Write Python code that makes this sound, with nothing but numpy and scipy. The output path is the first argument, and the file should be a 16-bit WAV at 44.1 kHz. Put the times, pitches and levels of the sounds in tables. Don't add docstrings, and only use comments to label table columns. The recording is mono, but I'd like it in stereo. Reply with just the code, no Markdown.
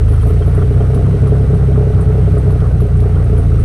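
import sys
import numpy as np
from scipy import signal
from scipy.fft import rfft, irfft, next_fast_len
from scipy.io import wavfile
from scipy.ndimage import map_coordinates

SR = 44100
rng = np.random.default_rng(int(sys.argv[2]) if len(sys.argv) > 2 else 0)


def unload_audio(sound):
    columns = np.transpose(np.atleast_2d(sound))
    steps = np.round(np.clip(columns, -1, 1) * 32767)
    wavfile.write(sys.argv[1], SR, steps.astype(np.int16))


N = 160524
TIME = np.arange(N) / SR

# (time [s], firing rate [Hz])
FIRING_RATE = [(0.0, 26.0), (0.12, 26.13), (0.3, 28.14), (0.5, 29.76), (0.7, 30.79), (0.85, 31.67),
               (1.05, 33.54), (1.2, 33.47), (1.4, 33.33), (1.7, 32.56), (2.1, 31.78), (2.3, 32.26),
               (2.42, 32.26), (2.6, 30.79), (2.9, 29.4), (3.15, 29.61), (3.4, 28.64), (3.64, 27.16)]
# (time [s], strength [dB], pipe ring [dB])
WEAK_FIRINGS = [(.01, 0, -10), (.16, 0, -14), (.2, -5, -6), (.415, -4, -4), (.515, -2, -6), (.65, -3, -14),
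                (.715, -5, -8), (.84, -3, -14), (.995, -6, -4), (1.175, -10, -12), (1.445, -8, -12),
                (1.565, -5, -14), (1.905, -8, -8), (2.03, -8, -12), (2.065, 2, -9), (2.28, -6, -6),
                (2.405, -4, -16), (2.56, -6, -8), (2.69, -7.5, -18), (2.86, -8, -10), (2.89, -3, -10),
                (3.06, -7, -10), (3.095, -2, -12), (3.195, -2, -10), (3.265, -3, -4), (3.405, -3, -14)]
# (delay [firing intervals], relative level [dB], width [firing intervals], share of the firing's dB [ratio])
FIRING_SURGES = [(.19, -2, .085, .75), (.625, 0, .085, 1.3), (.94, -4, .075, 2)]
# (frequency [Hz], relative gain [dB])
SILENCER_GAIN = [(20, 8), (31, -16), (41, 13), (50, 5), (65, 6.5), (82, 2.8), (110, -1.26), (150, -2.5),
                 (172, -1.5), (200, -15), (260, -7.5), (300, -6), (340, -41), (400, -55)]
# (frequency [Hz], relative density [dB per Hz])
RUSH_SPECTRUM = [(120, -7), (200, -11.5), (300, -11.5), (340, -12.5), (375, -15), (430, -8.5), (520, -14.5),
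                 (700, -18), (980, -30), (1280, -22), (1700, -32.5), (1920, -32), (2500, -33), (3050, -36),
                 (3160, -39.5), (4000, -39.5), (6300, -47), (7200, -56.5), (8000, -45), (10000, -45),
                 (12000, -56), (13500, -53)]
# (frequency [Hz], left-right correlation [-1 to 1])
RUSH_LIKENESS = [(100, -0.63), (200, 1), (320, 0.44), (800, 0.85), (1500, 0.51), (2300, 0.19),
                 (2800, -0.36), (4000, -0.24), (8000, 0.17), (12000, 1)]
# (frequency [Hz], left over right [dB])
RUSH_BALANCE = [(100, -10), (250, -8.5), (500, 1), (1000, 0.1), (2000, -1), (4000, 1.3), (8000, 5.5),
                (12000, 1.5)]
# (time [s], relative level [dB])
TREBLE_LEVEL = [(0.05, -40.5), (0.24, -39.5), (1.95, -41.5), (2.31, -40.5), (2.77, -42.5), (3.6, -40.5)]
# (frequency [Hz], width [Hz], level before wavering [dB], left-right correlation [-1 to 1])
RASP_RESONANCES = [(420, 22, -31, .9), (1131, 50, -54, .9), (1260, 50, -54, .9), (1513, 30, -55, .7),
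                   (1925, 70, -60, .6), (2362, 40, -66, 0), (2619, 70, -65, -.6), (2735, 35, -65, -.7),
                   (3158, 50, -67, -.3)]
# (frequency [Hz], rms level [dB])
WHINE_TONES = [(6491, -74), (12989, -79)]
# (frequency [Hz], relative level [dB], 60 dB decay [s], knock length [s])
RING_MODES = [(416.3, 3.5, 0.077, 0.015), (445, -25, 0.036, 0.02), (286.7, -6, 0.063, 0.018),
              (572, -7.5, 0.042, 0.0038), (685, -10.5, 0.087, 0.009)]
# (time [s], relative level [dB])
RING_OUTS = [(0.273, -19), (0.311, -18), (0.379, -20), (0.414, -16), (0.481, -15), (0.584, -15),
             (0.615, -20), (0.633, -18), (0.712, -17), (0.777, -17), (0.809, -14), (0.905, -21),
             (0.965, -17), (0.995, -13), (1.042, -20), (1.087, -17), (1.142, -16), (1.175, -18),
             (1.234, -17), (1.268, -15), (1.322, -13), (1.352, -18), (1.375, -19), (1.408, -21),
             (1.445, -18), (1.506, -16), (1.536, -13), (1.638, -19), (1.689, -19), (1.719, -18),
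             (1.779, -14), (1.81, -16), (1.872, -17), (1.903, -17), (1.999, -16), (2.019, -20),
             (2.105, -21), (2.154, -16), (2.182, -18), (2.277, -16), (2.342, -17), (2.372, -14),
             (2.394, -21), (2.481, -19), (2.528, -18), (2.561, -16), (2.625, -19), (2.825, -16),
             (2.86, -20), (3.028, -18), (3.063, -18), (3.164, -20), (3.266, -18), (3.336, -17),
             (3.392, -20)]
# (start [s], relative level [dB], frequency [Hz])
SQUEAK_EVENTS = [(.079, -51, 3170), (.14, -48, 3180), (.208, -48, 3180), (.419, -44, 3170),
                 (.623, -48, 3170), (.8, -47, 3150), (1.302, -51, 3140), (1.724, -51, 3130),
                 (.3, -53, 3140), (1.058, -52, 3150), (1.148, -52, 3140), (1.665, -53, 3140),
                 (2.257, -53, 3150), (3.149, -51, 3150), (3.365, -52, 3200)]
# (time [s], relative level [dB])
GAS_PUFFS = [(0.085, -30), (0.139, -31), (0.183, -32), (0.232, -32), (0.284, -33), (0.305, -31),
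             (0.423, -29), (0.553, -32), (0.592, -31), (0.623, -29), (0.812, -32), (0.855, -32),
             (0.946, -32), (0.976, -32), (1.023, -34), (1.067, -33), (1.113, -33), (1.186, -32),
             (1.242, -33), (1.272, -32), (1.362, -33), (1.542, -32), (1.76, -32), (2.322, -32),
             (2.379, -31), (2.506, -33), (2.665, -32), (2.805, -31), (2.955, -33), (3.039, -33),
             (3.173, -33), (3.207, -34), (3.382, -33), (3.523, -30), (3.561, -34), (3.592, -32)]
# (start [s], relative level [dB], centre frequency [Hz], 60 dB decay [s],
# left over right [dB], relative level of the mid band [dB])
METAL_SPITS = [(0.086, -40, 10000, 0.38, 5, -24), (0.123, -40, 10400, 0.48, 4, -23),
               (0.2147, -42, 9400, 0.67, 12, -36), (0.269, -38, 11400, 0.27, 2, -39),
               (0.4592, -37.5, 10500, 0.24, 5, -32), (0.5487, -39.5, 10000, 0.32, 5, -32),
               (0.9449, -34.5, 10100, 0.13, 5, -21), (1.217, -42, 8200, 0.074, 4, -14),
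               (1.271, -39, 9700, 0.12, 3, -19.5), (1.3953, -49, 8200, 0.058, 0, -19),
               (1.543, -42, 9100, 0.17, 15, -20), (1.947, -58, 8800, 0.05, 9, 4),
               (2.007, -37, 9200, 0.16, 9, -24), (2.1332, -58, 8300, 0.072, 13, -15),
               (2.32, -44, 9940, 0.058, 1, -21), (2.3794, -35.5, 9230, 0.11, 8, -27),
               (2.507, -39, 10400, 0.11, 5, -18), (2.6041, -49, 8100, 0.067, 8, -7),
               (2.6677, -39, 9500, 0.048, 7, -27), (2.804, -36.5, 10800, 0.16, 6, -22),
               (2.97, -39, 8700, 0.056, 5, -28), (3.0023, -40.5, 10400, 0.17, 6, -16),
               (3.2436, -41, 9120, 0.067, 3, -42), (3.377, -38, 9500, 0.25, 8, -36),
               (3.596, -34.5, 9450, 0.1, 8, -26)]

REFERENCE_HZ = 31
FIRING_LAG = .25
FIRING_SPREAD_DB = 1.0
AFTER_WEAK = .3
WEAK_WIDENS = .04
SURGE_JITTER, SURGE_SPREAD_DB = .013, 1.1
LAST_SURGE_DB_PER_HZ = 0.68
ROUGH_DB = -21
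ENGINE_DB, ENGINE_DB_PER_HZ = -8.3, -0.0755

RUSH_DB, RUSH_PATCHY_DB = -25, 2.3
PULSE_DEPTH, PULSE_ANGLE = 0.18, 0.58
LOW_RUSH_DB_PER_HZ, MID_RUSH_DB_PER_HZ = -0.2, 0.45
RASP_PATCHY_DB = 2.5
WHINE_WANDER_HZ = 7.3

RING_DELAY = .7
RING_RISE_S = .011
QUIET_RING_DB, RING_DB_PER_HZ, RING_SPREAD_DB = -28, 0.27, 1.0

SQUEAK_S, SQUEAK_DB = .016, 3.5
PUFF_S, PUFF_BAND_HZ, PUFF_DB = 0.0072, (1044, 1386), -3.5
SPIT_DB, SPIT_MID_DB, SPIT_GRAIN_DB = -7.5, 11.5, 2.5
SPIT_HALF_WIDTH_HZ, SPIT_MID_FADE_DB_PER_S = 970, 400
TOP_STOP_HZ = 14873.0


def amp(db):
    return 10 ** (np.asarray(db) / 20)


def rms_one(x):
    return x / np.sqrt(np.mean(x ** 2) + 1e-20)


def at_time(points):
    return np.interp(TIME, *np.transpose(points))


def at_hz(points, hz):
    table = np.array(points)
    return np.interp(np.log(hz), np.log(table[:, 0]), table[:, 1])


def colour(x, gain):
    size = next_fast_len(N + SR // 4)
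    hz = np.maximum(np.arange(size // 2 + 1) * SR / size, 1)
    return irfft(rfft(x, size) * gain(hz), size)[..., :N]


def bandpass(x, edges_hz):
    return signal.sosfilt(signal.butter(2, edges_hz, "band", fs=SR, output="sos"), x)


def drift(rate):
    count = int(N / SR * rate * 2) + 3
    return rms_one(map_coordinates(rng.standard_normal(count), [TIME * rate * 2], order=3))


def firings():
    crank = np.cumsum(at_time(FIRING_RATE)) / SR - FIRING_LAG
    strength_db = FIRING_SPREAD_DB * rng.standard_normal(int(crank[-1]) + 6)
    ring_db = np.zeros_like(strength_db)
    for time_s, weak_db, weak_ring_db in WEAK_FIRINGS:
        k = int(round(crank[int(time_s * SR)])) + 2
        strength_db[k], ring_db[k] = weak_db, weak_ring_db
        strength_db[k + 1] = -AFTER_WEAK * weak_db
    return crank + 2, strength_db, ring_db


def exhaust(crank, strength_db, faster):
    out = amp(ROUGH_DB) * rms_one(colour(rng.standard_normal(N), lambda hz: hz < 400))
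    for k, (delay, surge_db, width, share) in enumerate(FIRING_SURGES):
        which = np.round(crank - delay).astype(int)
        late, own = rng.standard_normal((2, len(strength_db)))[:, which]
        firing_db = strength_db[which]
        wide = width * (1 - WEAK_WIDENS * np.minimum(firing_db, 0))
        u = ((crank - delay - which - SURGE_JITTER * late) / wide) ** 2
        grows_db = LAST_SURGE_DB_PER_HZ * faster * (k == 2)
        level_db = surge_db + share * firing_db + SURGE_SPREAD_DB * own + grows_db
        out = out + amp(level_db) * (1 - 2 * u) * np.exp(-u)
    muffled = rms_one(colour(out, lambda hz: amp(at_hz(SILENCER_GAIN, hz))))
    return amp(ENGINE_DB + ENGINE_DB_PER_HZ * faster) * muffled


def rush(crank, faster):
    def alike(hz):
        return np.clip(at_hz(RUSH_LIKENESS, hz), -1, 1)

    mid, side = rng.standard_normal((2, N))
    mid = colour(mid, lambda hz: np.sqrt(1 + alike(hz)))
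    side = colour(side, lambda hz: np.sqrt(1 - alike(hz)))
    pulse = 1 + PULSE_DEPTH * np.cos(4 * np.pi * (crank - PULSE_ANGLE))
    treble_db = at_time(TREBLE_LEVEL)
    treble_db = treble_db - treble_db.mean()
    out = 0
    for centre in 150 * 2. ** np.arange(7):
        top = 1 if centre < 9000 else 0

        def band(hz):
            octaves = np.clip(np.log2(hz / centre), -1, top)
            return amp(at_hz(RUSH_SPECTRUM, hz)) * np.cos(np.pi / 2 * octaves)

        left, right = [colour(mid + s * side, lambda hz: band(hz) * amp(s * at_hz(RUSH_BALANCE, hz) / 2))
                       for s in (1, -1)]
        if centre < 2000:
            db_per_hz = LOW_RUSH_DB_PER_HZ if centre < 500 else MID_RUSH_DB_PER_HZ
            level = amp(RUSH_PATCHY_DB * drift(10.0) + db_per_hz * faster) * pulse
        else:
            level = amp(treble_db)
        out = out + np.array([left, right]) * level
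    return amp(RUSH_DB) * rms_one(out)


def rasp():
    out = 0
    for centre, width_hz, db, alike in RASP_RESONANCES:
        noise = rng.standard_normal((2, N))
        mid, side = rms_one(colour(noise, lambda hz: 1 / (1 + (2 * (hz - centre) / width_hz) ** 2)))
        alike = np.clip(alike, -1, 1)
        pair = np.sqrt((1 + alike) / 2) * mid + np.sqrt((1 - alike) / 2) * side * [[1], [-1]]
        out = out + amp(db + RASP_PATCHY_DB * drift(12.0)) * pair
    return out


def whine():
    wander = np.cumsum(WHINE_WANDER_HZ * drift(3.6)) / SR
    return sum(amp(db) * np.sqrt(2) * np.sin(2 * np.pi * (hz * TIME + wander)) for hz, db in WHINE_TONES)


def pipe_ring(crank, ring_db, faster):
    which = np.arange(2, int(crank[-1] - RING_DELAY))
    at = np.searchsorted(crank, which + RING_DELAY)
    level_db = QUIET_RING_DB + ring_db[which] + RING_DB_PER_HZ * faster[at]
    for time_s, loud_db in RING_OUTS:
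        i = int((time_s - RING_RISE_S) * SR)
        k = np.abs(at - i).argmin()
        if abs(at[k] - i) < RING_RISE_S * SR / 2:
            level_db[k] = loud_db
        else:
            at, level_db = np.r_[at, i], np.r_[level_db, loud_db]
    out = 0
    for hz, mode_db, t60, knock_s in RING_MODES:
        knocks = np.full(N, 1e-18)
        knocks[at] = amp(mode_db + level_db + RING_SPREAD_DB * rng.standard_normal(len(at)))
        r, w = amp(-60 / (t60 * SR)), 2 * np.pi * hz / SR
        soft = np.hanning(int(knock_s * SR) + 3)
        burst = soft * np.cos(w * np.arange(len(soft))) * 2 / soft.sum()
        drive = signal.fftconvolve(knocks, burst)[:N]
        out = out + signal.lfilter([0, np.sin(w)], [1, -2 * r * np.cos(w), r * r], drive)
    return out


def squeaks():
    out = 0
    for start_s, db, hz in SQUEAK_EVENTS:
        swell = np.exp(-((TIME - start_s - SQUEAK_S / 2) / SQUEAK_S * 2) ** 2)
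        out = out + amp(db + SQUEAK_DB) * swell * np.sin(2 * np.pi * hz * TIME)
    return out


def puffs():
    swell = sum(amp(db + PUFF_DB) * np.exp(-((TIME - time_s) / PUFF_S) ** 2) for time_s, db in GAS_PUFFS)
    return swell * rms_one(bandpass(rng.standard_normal(N), PUFF_BAND_HZ))


def spits():
    out = np.zeros((2, N + SR))
    t = TIME[:SR // 4]
    for start_s, db, hz, t60, pan_db, mid_db in METAL_SPITS:
        white = rng.standard_normal(len(t))
        grain = np.repeat(rng.standard_normal(len(t) // 64 + 1), 64)[:len(t)]
        grainy = white * amp(SPIT_GRAIN_DB * grain)
        hiss = rms_one(bandpass(grainy, [hz - SPIT_HALF_WIDTH_HZ, hz + SPIT_HALF_WIDTH_HZ]))
        knock = rms_one(bandpass(grainy, [2300, 4800]))
        knock = knock * amp(SPIT_MID_DB + mid_db - SPIT_MID_FADE_DB_PER_S * t)
        spit = amp(db - 60 * t / t60) * (amp(SPIT_DB) * hiss + knock)
        i = int(start_s * SR)
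        out[:, i:i + len(t)] += spit * amp([[pan_db / 2], [-pan_db / 2]])
    return out[:, :N]


def scene():
    crank, strength_db, ring_db = firings()
    faster = at_time(FIRING_RATE) - REFERENCE_HZ
    ring = pipe_ring(crank, ring_db, faster)
    late = np.interp(TIME - .0002, TIME, ring)
    surges = exhaust(crank, strength_db, faster) * amp([[1.1], [-1.1]])
    pipes = surges + np.array([ring * amp(3.6), late * amp(1.0)])
    gas = puffs() + rush(crank, faster) + rasp()
    return pipes + gas + spits() + whine() + squeaks() * amp([[1.5], [-1.5]])


def record(dry):
    low_pass = signal.cheby2(12, 70, TOP_STOP_HZ, fs=SR, output="sos")
    return signal.sosfilt(low_pass, np.tanh(dry))


dry = scene()
out = record(dry)
unload_audio(out)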